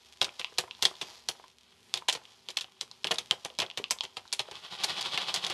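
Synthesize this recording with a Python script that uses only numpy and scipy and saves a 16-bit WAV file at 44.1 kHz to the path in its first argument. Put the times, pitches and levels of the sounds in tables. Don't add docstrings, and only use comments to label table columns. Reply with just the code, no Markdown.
import sys
import numpy as np
from scipy import signal
from scipy.fft import rfft, irfft, next_fast_len
from scipy.io import wavfile
from scipy.ndimage import map_coordinates

SR = 44100
rng = np.random.default_rng(int(sys.argv[2]) if len(sys.argv) > 2 else 0)


def to_wav(sig):
    pcm = np.clip(np.atleast_2d(sig), -1, 1) * 32767
    pcm = np.round(pcm).astype(np.int16)
    wavfile.write(sys.argv[1], SR, pcm.T)


N = 243873
TIME = np.arange(N) / SR
AGE = np.arange(SR // 8) / SR

# (time [s], crack level [dB], crack pitch [Hz], foil rustle level [dB], thud level [dB])
STRIKES = [(.215, -18, 3490, -27, -38), (0.2448, -24, 3900, -36.5, -52.5), (.394, -43, 3440, -37, -49.5),
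           (.584, -19.5, 4260, -27, -40), (0.8245, -19.5, 4130, -27, -40), (.853, -11, 3620, -25.5, -41),
           (1.0132, -37, 3450, -34.5, -49), (1.2875, -20, 4620, -33.5, -46),
           (1.94, -17.5, 3770, -37.5, -52), (1.9557, -45, 3520, -42, -53), (1.972, -38, 3900, -39, -57),
           (2.0846, -21.5, 3380, -23, -50), (2.1265, -27.5, 4760, -35.5, -52),
           (2.1501, -39, 3500, -40, -47.5), (2.4871, -29, 3330, -45.5, -53.5),
           (2.5036, -36.5, 4300, -46.5, -76), (2.5708, -21, 3450, -29, -63), (2.6102, -30, 3980, -39, -64),
           (2.8113, -24, 4120, -40, -55), (3.0442, -23, 3100, -35.5, -43.5),
           (3.0708, -24.5, 3220, -38, -48.5), (3.1092, -40, 3420, -27, -34),
           (3.1404, -40, 4630, -42.5, -50.5), (3.1843, -26, 3900, -32.5, -53.5),
           (3.3108, -12.5, 3200, -36, -41.5), (3.448, -42, 4850, -38, -44.5),
           (3.588, -24.5, 4340, -35.5, -41), (3.6014, -21, 3500, -33, -49), (3.619, -26.5, 3170, -35, -39),
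           (3.7735, -31.5, 3650, -34, -44), (3.9086, -17.5, 5040, -27.5, -45.5),
           (4.0345, -50, 3970, -41.5, -50.5), (4.169, -52, 3330, -38.5, -49),
           (4.3274, -21, 4530, -30.5, -54), (4.3939, -20.5, 3470, -31, -43), (4.5127, -38, 4070, -50, -51),
           (4.8364, -26, 4160, -31, -48), (4.8432, -19.5, 4400, -33, -46.5),
           (5.0096, -34, 3900, -35.5, -53), (5.176, -22.5, 2730, -31, -49.5), (5.3412, -24, 4630, -31, -48),
           (5.3611, -29, 3740, -35.5, -55), (5.4479, -23, 3600, -45, -48),
           (5.4662, -26.5, 3930, -36.5, -50), (5.499, -41, 4430, -38, -42.5)]
# (time [s], level [dB], pitch [Hz])
FOIL_SNAPS = [(.292, -37.5, 2580), (0.4145, -30, 2700), (.4455, -23.5, 2980), (.7106, -31, 2900),
              (.75, -45, 3800), (.954, -43, 3600), (2.2537, -43.5, 2950), (2.644, -38, 3110),
              (2.914, -37, 4300), (3.158, -33, 3900), (3.5017, -41.5, 3000), (3.664, -37.5, 3370),
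              (3.7011, -34, 3020), (3.7127, -36.5, 3000), (3.8411, -24.5, 3040), (3.987, -36, 3630),
              (4.0084, -21, 3340), (4.052, -33.5, 3300), (4.278, -45, 4250), (4.5548, -36.5, 3600),
              (5.027, -28.5, 4200), (5.2175, -32, 3650), (5.293, -29, 3260)]
# (time [s], level [dB], pitch [Hz])
LANDINGS = [(.282, -39.5, 950), (.524, -45, 497), (.638, -36, 753), (.678, -42, 935), (.792, -46.5, 900),
            (.94, -45, 890), (1.028, -36.5, 627), (1.086, -45.5, 920), (1.397, -43.5, 965),
            (1.44, -42.5, 900), (2.022, -38.5, 970), (2.0869, -22.5, 930), (2.215, -50.5, 838),
            (2.83, -44, 450), (3.06, -35, 397), (3.335, -35.5, 590), (3.462, -36.5, 646),
            (3.504, -42.5, 526), (3.798, -30.5, 420), (4.254, -45.5, 760), (4.486, -37, 530)]
# (time [s], level [dB])
EFFORT = [(4.4, -69), (4.55, -52), (4.66, -48.5), (4.74, -44), (4.9, -38), (5.22, -37), (5.53, -40.5)]
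# (time [s], level [dB])
OIL_LEVEL = [(0, -59), (1.1, -61), (1.7, -66.5), (2.4, -69), (3.3, -61), (4.1, -64), (5.53, -58)]

# (frequency [Hz], level [dB per Hz])
FOIL_SPECTRUM = [(60, -28), (150, -45), (300, -27), (600, -19.5), (900, -15.5), (1500, -11), (2300, -4),
                 (3200, 0.5), (4400, -2.5), (6000, -6), (8000, -11.5), (12000, -18)]
# (frequency [Hz], level [dB per Hz])
THUD_SPECTRUM = [(35, -29), (75, -21), (165, -16), (260, -18.5), (370, -0.5), (500, 2), (630, 0.5),
                 (820, 1.5), (1050, -2.5), (1500, -5.5), (3000, -2), (8000, -76)]
# (frequency [Hz], level [dB per Hz])
PUFF_SPECTRUM = [(30, -30), (55, -15), (75, -7), (110, -1.5), (170, 2), (250, -4.5), (400, -11.5),
                 (900, -38), (3000, -69)]
# (frequency [Hz], level [dB per Hz])
SCRAPE_SPECTRUM = [(40, -47), (80, -16.5), (170, -6.5), (270, -17), (400, -9.5), (700, -5.5), (1010, -3.5),
                   (1700, -10), (2500, -4.5), (3400, 1), (4500, -3), (5800, -13.5), (8000, -21),
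                   (12000, -29.5)]
# (frequency [Hz], level [dB per Hz])
KERNEL_SPECTRUM = [(60, -52), (250, -12), (450, -10), (650, -9.5), (920, 1), (1500, -4), (2300, -10),
                   (3100, 6), (5000, -18), (12000, -36)]
# (frequency [Hz], level [dB per Hz])
SIZZLE_SPECTRUM = [(200, -7), (900, 6), (1600, -1.5), (3400, 4.5), (4800, 6.5), (7000, -2.5), (9000, -12),
                   (12000, -9.5)]
# (frequency [Hz], level [dB per Hz])
KITCHEN_SPECTRUM = [(25, 0), (45, -21), (70, -15), (95, 1), (130, -14), (190, -1.5), (300, -13.5),
                    (390, -2.5), (520, -13), (1000, -17.5), (2500, -12), (12000, -23.5)]
# (frequency [Hz], mean peak level [dB])
HUM_TONES = [(70, -79), (119, -81), (241, -78), (381, -78)]
# (frequency [Hz], width [Hz], boost of each alone [dB])
PAN_MODES = [(167, 50, 0), (369.3, 22, 3.5), (494, 25, 2.5), (810, 62, 1.5), (1030, 43, 4),
             (3290, 254, 2.5), (4195, 41, 0.5)]
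# (frequency [Hz], time to fall by 60 dB [s])
ROOM_DECAY = [(150, 0.34), (900, 0.26), (3500, 0.13), (7000, 0.17), (12000, 0.2)]
# (mean delay [s], level [dB])
WALL_ECHOES = [(.0027, -15.5), (.0052, -25.5), (.0061, -18), (0.0095, -30)]

LEAD_S, LEAD_HZ, LEAD_DB = .004, 3640, -14.5
DOME_S, DOME_HZ, DOME_DB = .021, 478, -2
FALL_S, FALL_HZ, FALL_DB = 0.068, 900, -17
PUFF_DB = -11.5
TREBLE_DB, TREBLE_DB_PER_OCTAVE, USUAL_CRACK_HZ = -3, 21, 3720
KICK_DB, KICK_WITH_RUSTLE, KICK_WITH_THUD = -48, .7, 0.51
USUAL_RUSTLE_DB, USUAL_THUD_DB = -36.5, -48.5
STROKE_MIDDLE_S, STROKES_PER_S, QUICKEN_PER_S2 = 4.56, 11.3, 2.53
STROKE_WIDTH, SLIDE_DB = 0.3, -11
RATTLE_PER_S, RATTLE_DB = 150, -8.5
CALM, SETTLE_S = 0.071, .12
BAND_LIMIT_HZ = 12250


def strikes():
    track = np.zeros(N)
    size = len(AGE)
    for s, crack_db, hz, rustle_db, thud_db in STRIKES:
        snap = amp(crack_db) * crack(hz, t60=0.0073, edge_db=-11, pan_db=-26.0)

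        treble_db = TREBLE_DB + TREBLE_DB_PER_OCTAVE * np.log2(hz / USUAL_CRACK_HZ)
        foil = amp(rustle_db) * rustle(hz, treble_db)

        more_rustle_db = rustle_db - USUAL_RUSTLE_DB
        more_thud_db = thud_db - USUAL_THUD_DB
        kick_db = KICK_DB + KICK_WITH_RUSTLE * more_rustle_db + KICK_WITH_THUD * more_thud_db
        pan_modes = ring(rng.uniform(695, 893), 0.045) + ring(rng.uniform(950, 960), 0.028)
        kick = amp(kick_db) * sized(pan_modes, 0.0069)

        bumps = grains(rate=700, spread_db=4.5, size=size) + 0.11 * rng.standard_normal(size)
        onset = 1 - np.exp(-AGE / 0.0019)
        tumble = bumps * onset * amp(-60 * AGE / 0.08)
        thud = amp(thud_db) * sized(coloured(tumble, THUD_SPECTRUM), 0.042)

        breath = rng.standard_normal(size) * amp(-60 * AGE / 0.057)
        puff = amp(thud_db + PUFF_DB) * sized(coloured(breath, PUFF_SPECTRUM), 0.029)
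        add(track, s, in_room(snap + foil + kick + thud + puff, wet_db=-13))
    return track


def crack(hz, t60, edge_db, pan_db):
    low_mode = ring(hz * rng.uniform(.93, .99), t60)
    high_mode = ring(hz * rng.uniform(1.1, 1.167), 0.35 * t60)
    crease = sized(low_mode + 0.77 * high_mode, 0.89)
    burst = rng.standard_normal(len(AGE)) * amp(-60 * AGE / .007)
    edge = sized(coloured(burst, [(100, -19), (700, 6.0), (4000, 12), (12000, -5.5)]), 0.53)
    hollow = ring(rng.uniform(746, 1350), 0.015)
    return sized(crease + amp(edge_db) * edge + amp(pan_db) * hollow, 0.0014)


def rustle(hz, treble_db):
    size = len(AGE)
    spray = rng.standard_normal(size) * amp(4.4 * wobble(909, size) - 60 * AGE / 0.07)
    spray = coloured(own_colour(spray, depth_db=2), FOIL_SPECTRUM)
    moments = np.cumsum(rng.uniform(.0008, .0035, size=10))
    buckles = np.zeros(size)
    buckles[(moments * SR).astype(int)] = amp(5.7 * rng.standard_normal(len(moments)) - 60 * moments / 0.031)
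    small_crack = crack(hz, t60=0.0028, edge_db=-8.0, pan_db=-18)
    chain = signal.fftconvolve(buckles, small_crack)[:size]
    mixed = sized(spray, 1) + .6 * sized(chain, 1)
    return sized(coloured(mixed, [(3500, 0.0046), (8000, treble_db)]), 0.017)


def own_colour(x, depth_db):
    hz = np.geomspace(200, 12000, 22)
    return coloured(x, np.column_stack([hz, depth_db * rng.standard_normal(len(hz))]))


def foil_snaps():
    track = np.zeros(N)
    lead_ticks = with_strikes("rustle", -LEAD_S, LEAD_DB, LEAD_HZ, scatter=.3)
    for s, db, hz in FOIL_SNAPS + lead_ticks:
        tick = crack(hz, t60=0.0045, edge_db=-8.5, pan_db=-11.5)
        tick = coloured(tick, [(hz / 2, -5), (hz, 0), (2 * hz, -6), (3 * hz, -15)])
        add(track, s, in_room(amp(db) * sized(tick, 0.0014), wet_db=-8.5))
    return track


def landings():
    track = np.zeros(N)
    on_dome = with_strikes("thud", DOME_S, DOME_DB, DOME_HZ, scatter=.2)
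    in_pan = with_strikes("rustle", FALL_S, FALL_DB, FALL_HZ, scatter=.3)
    for s, db, hz in LANDINGS + on_dome + in_pan:
        lobes = rng.standard_normal(len(AGE)) * amp(-60 * AGE / 0.017)
        spectrum = [(hz / 4, -16), (0.78 * hz, -7), (hz, 0), (1.5 * hz, -9), (4 * hz, -23), (12000, -45)]
        knock = coloured(lobes, spectrum)
        add(track, s, in_room(amp(db) * sized(knock, 0.0012), wet_db=-10.0))
    return track


def with_strikes(column, delay_s, level_db, hz, scatter):
    events = []
    for s, _, _, rustle_db, thud_db in STRIKES:
        late, loud, high = rng.standard_normal(3)
        source_db = {"rustle": rustle_db, "thud": thud_db}[column]
        moment = s + delay_s * np.exp(scatter * late)
        events.append((moment, source_db + level_db + 2 * loud, hz * np.exp(0.15 * high)))
    return events


def shaking():
    elapsed = TIME - STROKE_MIDDLE_S
    strokes = STROKES_PER_S * elapsed + QUICKEN_PER_S2 * elapsed ** 2 / 2
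    speed = np.exp(-((strokes - np.round(strokes)) / STROKE_WIDTH) ** 2)
    grit = unit(coloured(grains(rate=5000, spread_db=3.5, size=N), SCRAPE_SPECTRUM))
    kernels = grains(rate=RATTLE_PER_S, spread_db=4, size=N)
    rattle = amp(RATTLE_DB) * unit(coloured(kernels, KERNEL_SPECTRUM))
    effort = amp(curve(EFFORT) + 1.3 * wobble(90, N))
    return in_room((grit + rattle) * (speed + amp(SLIDE_DB)) * effort, wet_db=-8)[:N]


def jostling():
    unrest = CALM
    for s, _, _, rustle_db, _ in STRIKES:
        settling = (TIME > s) * np.exp(-np.abs(TIME - s) / SETTLE_S)
        unrest = unrest + amp(rustle_db - USUAL_RUSTLE_DB) * settling
    taps = amp(-34.5) * coloured(grains(rate=38 * unrest, spread_db=0.5, size=N), KERNEL_SPECTRUM)
    crinkle = amp(-46.5) * coloured(grains(rate=120 * unrest, spread_db=4.5, size=N), FOIL_SPECTRUM)
    return in_room(taps + crinkle, wet_db=-5.5)[:N]


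def sizzle():
    fizz = unit(coloured(grains(rate=1800, spread_db=3.0, size=N), SIZZLE_SPECTRUM))
    fizz = fizz * amp(3.9 * wobble(7.2, N))
    spits = unit(coloured(grains(rate=45, spread_db=3.5, size=N), FOIL_SPECTRUM))
    oil = .76 * fizz + .55 * spits
    return in_room(oil * amp(curve(OIL_LEVEL)), wet_db=-9)[:N]


def kitchen():
    hum = np.zeros(N)
    for hz, db in HUM_TONES:
        level = amp(db + 4.1 * wobble(9.2, N))
        hum += level * np.sin(2 * np.pi * hz * TIME + 0.73 * wobble(14.0, N))
    air = unit(coloured(rng.standard_normal(N), KITCHEN_SPECTRUM))
    return hum + amp(-69.0 + 2.2 * wobble(3.64, N)) * air


def through_pan(x):
    m = next_fast_len(N + SR // 2)
    f = np.fft.rfftfreq(m, 1 / SR)
    response = 1
    for hz, width, db in PAN_MODES:
        damping = 1j * f * width
        response = response + (amp(db) - 1) * damping / (hz * hz - f * f + damping)
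    return irfft(rfft(x, m) * response, m)[:N]


def in_room(x, wet_db):
    hz, t, z = signal.stft(rng.standard_normal(SR // 4), SR, nperseg=256)
    decay = amp(-60 * t / along(ROOM_DECAY, hz)[:, None])
    onset = 1 - np.exp(-t / 0.00048)
    tail = signal.istft(z * decay * onset, SR, nperseg=256)[1]
    paths = amp(wet_db) * tail / np.linalg.norm(tail)
    paths[0] = 1
    for delay, db in WALL_ECHOES:
        paths[round(abs(delay + rng.normal(0, .0002)) * SR)] += amp(db)
    return signal.fftconvolve(x, paths)


def ring(hz, t60):
    swell = 1 - np.exp(-AGE * hz / 0.31)
    swing = np.sin(2 * np.pi * hz * AGE) * amp(-60 * AGE / t60) * swell
    return sized(np.diff(swing, prepend=0), 0.65)


def grains(rate, spread_db, size):
    hits = rng.random(size) < rate / SR
    signs = rng.choice([-1, 1], size)
    return hits * signs * amp(spread_db * np.minimum(rng.exponential(size=size), 4))


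def wobble(rate, size):
    return map_coordinates(rng.standard_normal(size // 16), [np.arange(size) * rate / SR], mode="wrap")


def coloured(x, points):
    m = 2 * next_fast_len(len(x) // 2 + 2048)
    cepstrum = irfft(np.log(amp(along(points, np.fft.rfftfreq(m, 1 / SR)))))
    cepstrum[1:m // 2] *= 2
    cepstrum[m // 2 + 1:] = 0
    return irfft(rfft(x, m) * np.exp(rfft(cepstrum)), m)[:len(x)]


def along(points, hz):
    f, v = np.transpose(points)
    return np.interp(np.log(hz + 1), np.log(f + 1), v)


def curve(rows):
    return np.interp(TIME, *np.transpose(rows))


def amp(db):
    return 10 ** (np.asarray(db) / 20)


def unit(x):
    return x / np.sqrt(np.mean(x ** 2) + 1e-20)


def sized(x, span):
    return x / np.sqrt(np.sum(x ** 2) / (span * SR) + 1e-20)


def add(track, s, x):
    part = track[round(s * SR):][:len(x)]
    part += x[:len(part)]


def scene():
    hits = strikes() + foil_snaps() + landings()
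    stove = hits + jostling() + shaking() + sizzle()
    return (through_pan(stove) + kitchen())[None]


def record(dry):
    held = dry / (1 + np.abs(dry / .9) ** 4) ** (1 / 4)
    held = signal.sosfilt(signal.butter(3, 52, "highpass", fs=SR, output="sos"), held)
    m = next_fast_len(N + SR // 2)
    top_cut = 1 / (1 + (np.fft.rfftfreq(m, 1 / SR) / BAND_LIMIT_HZ) ** 150)
    return irfft(rfft(held, m) * top_cut, m)[..., :N]


dry = scene()
out = record(dry)
to_wav(out)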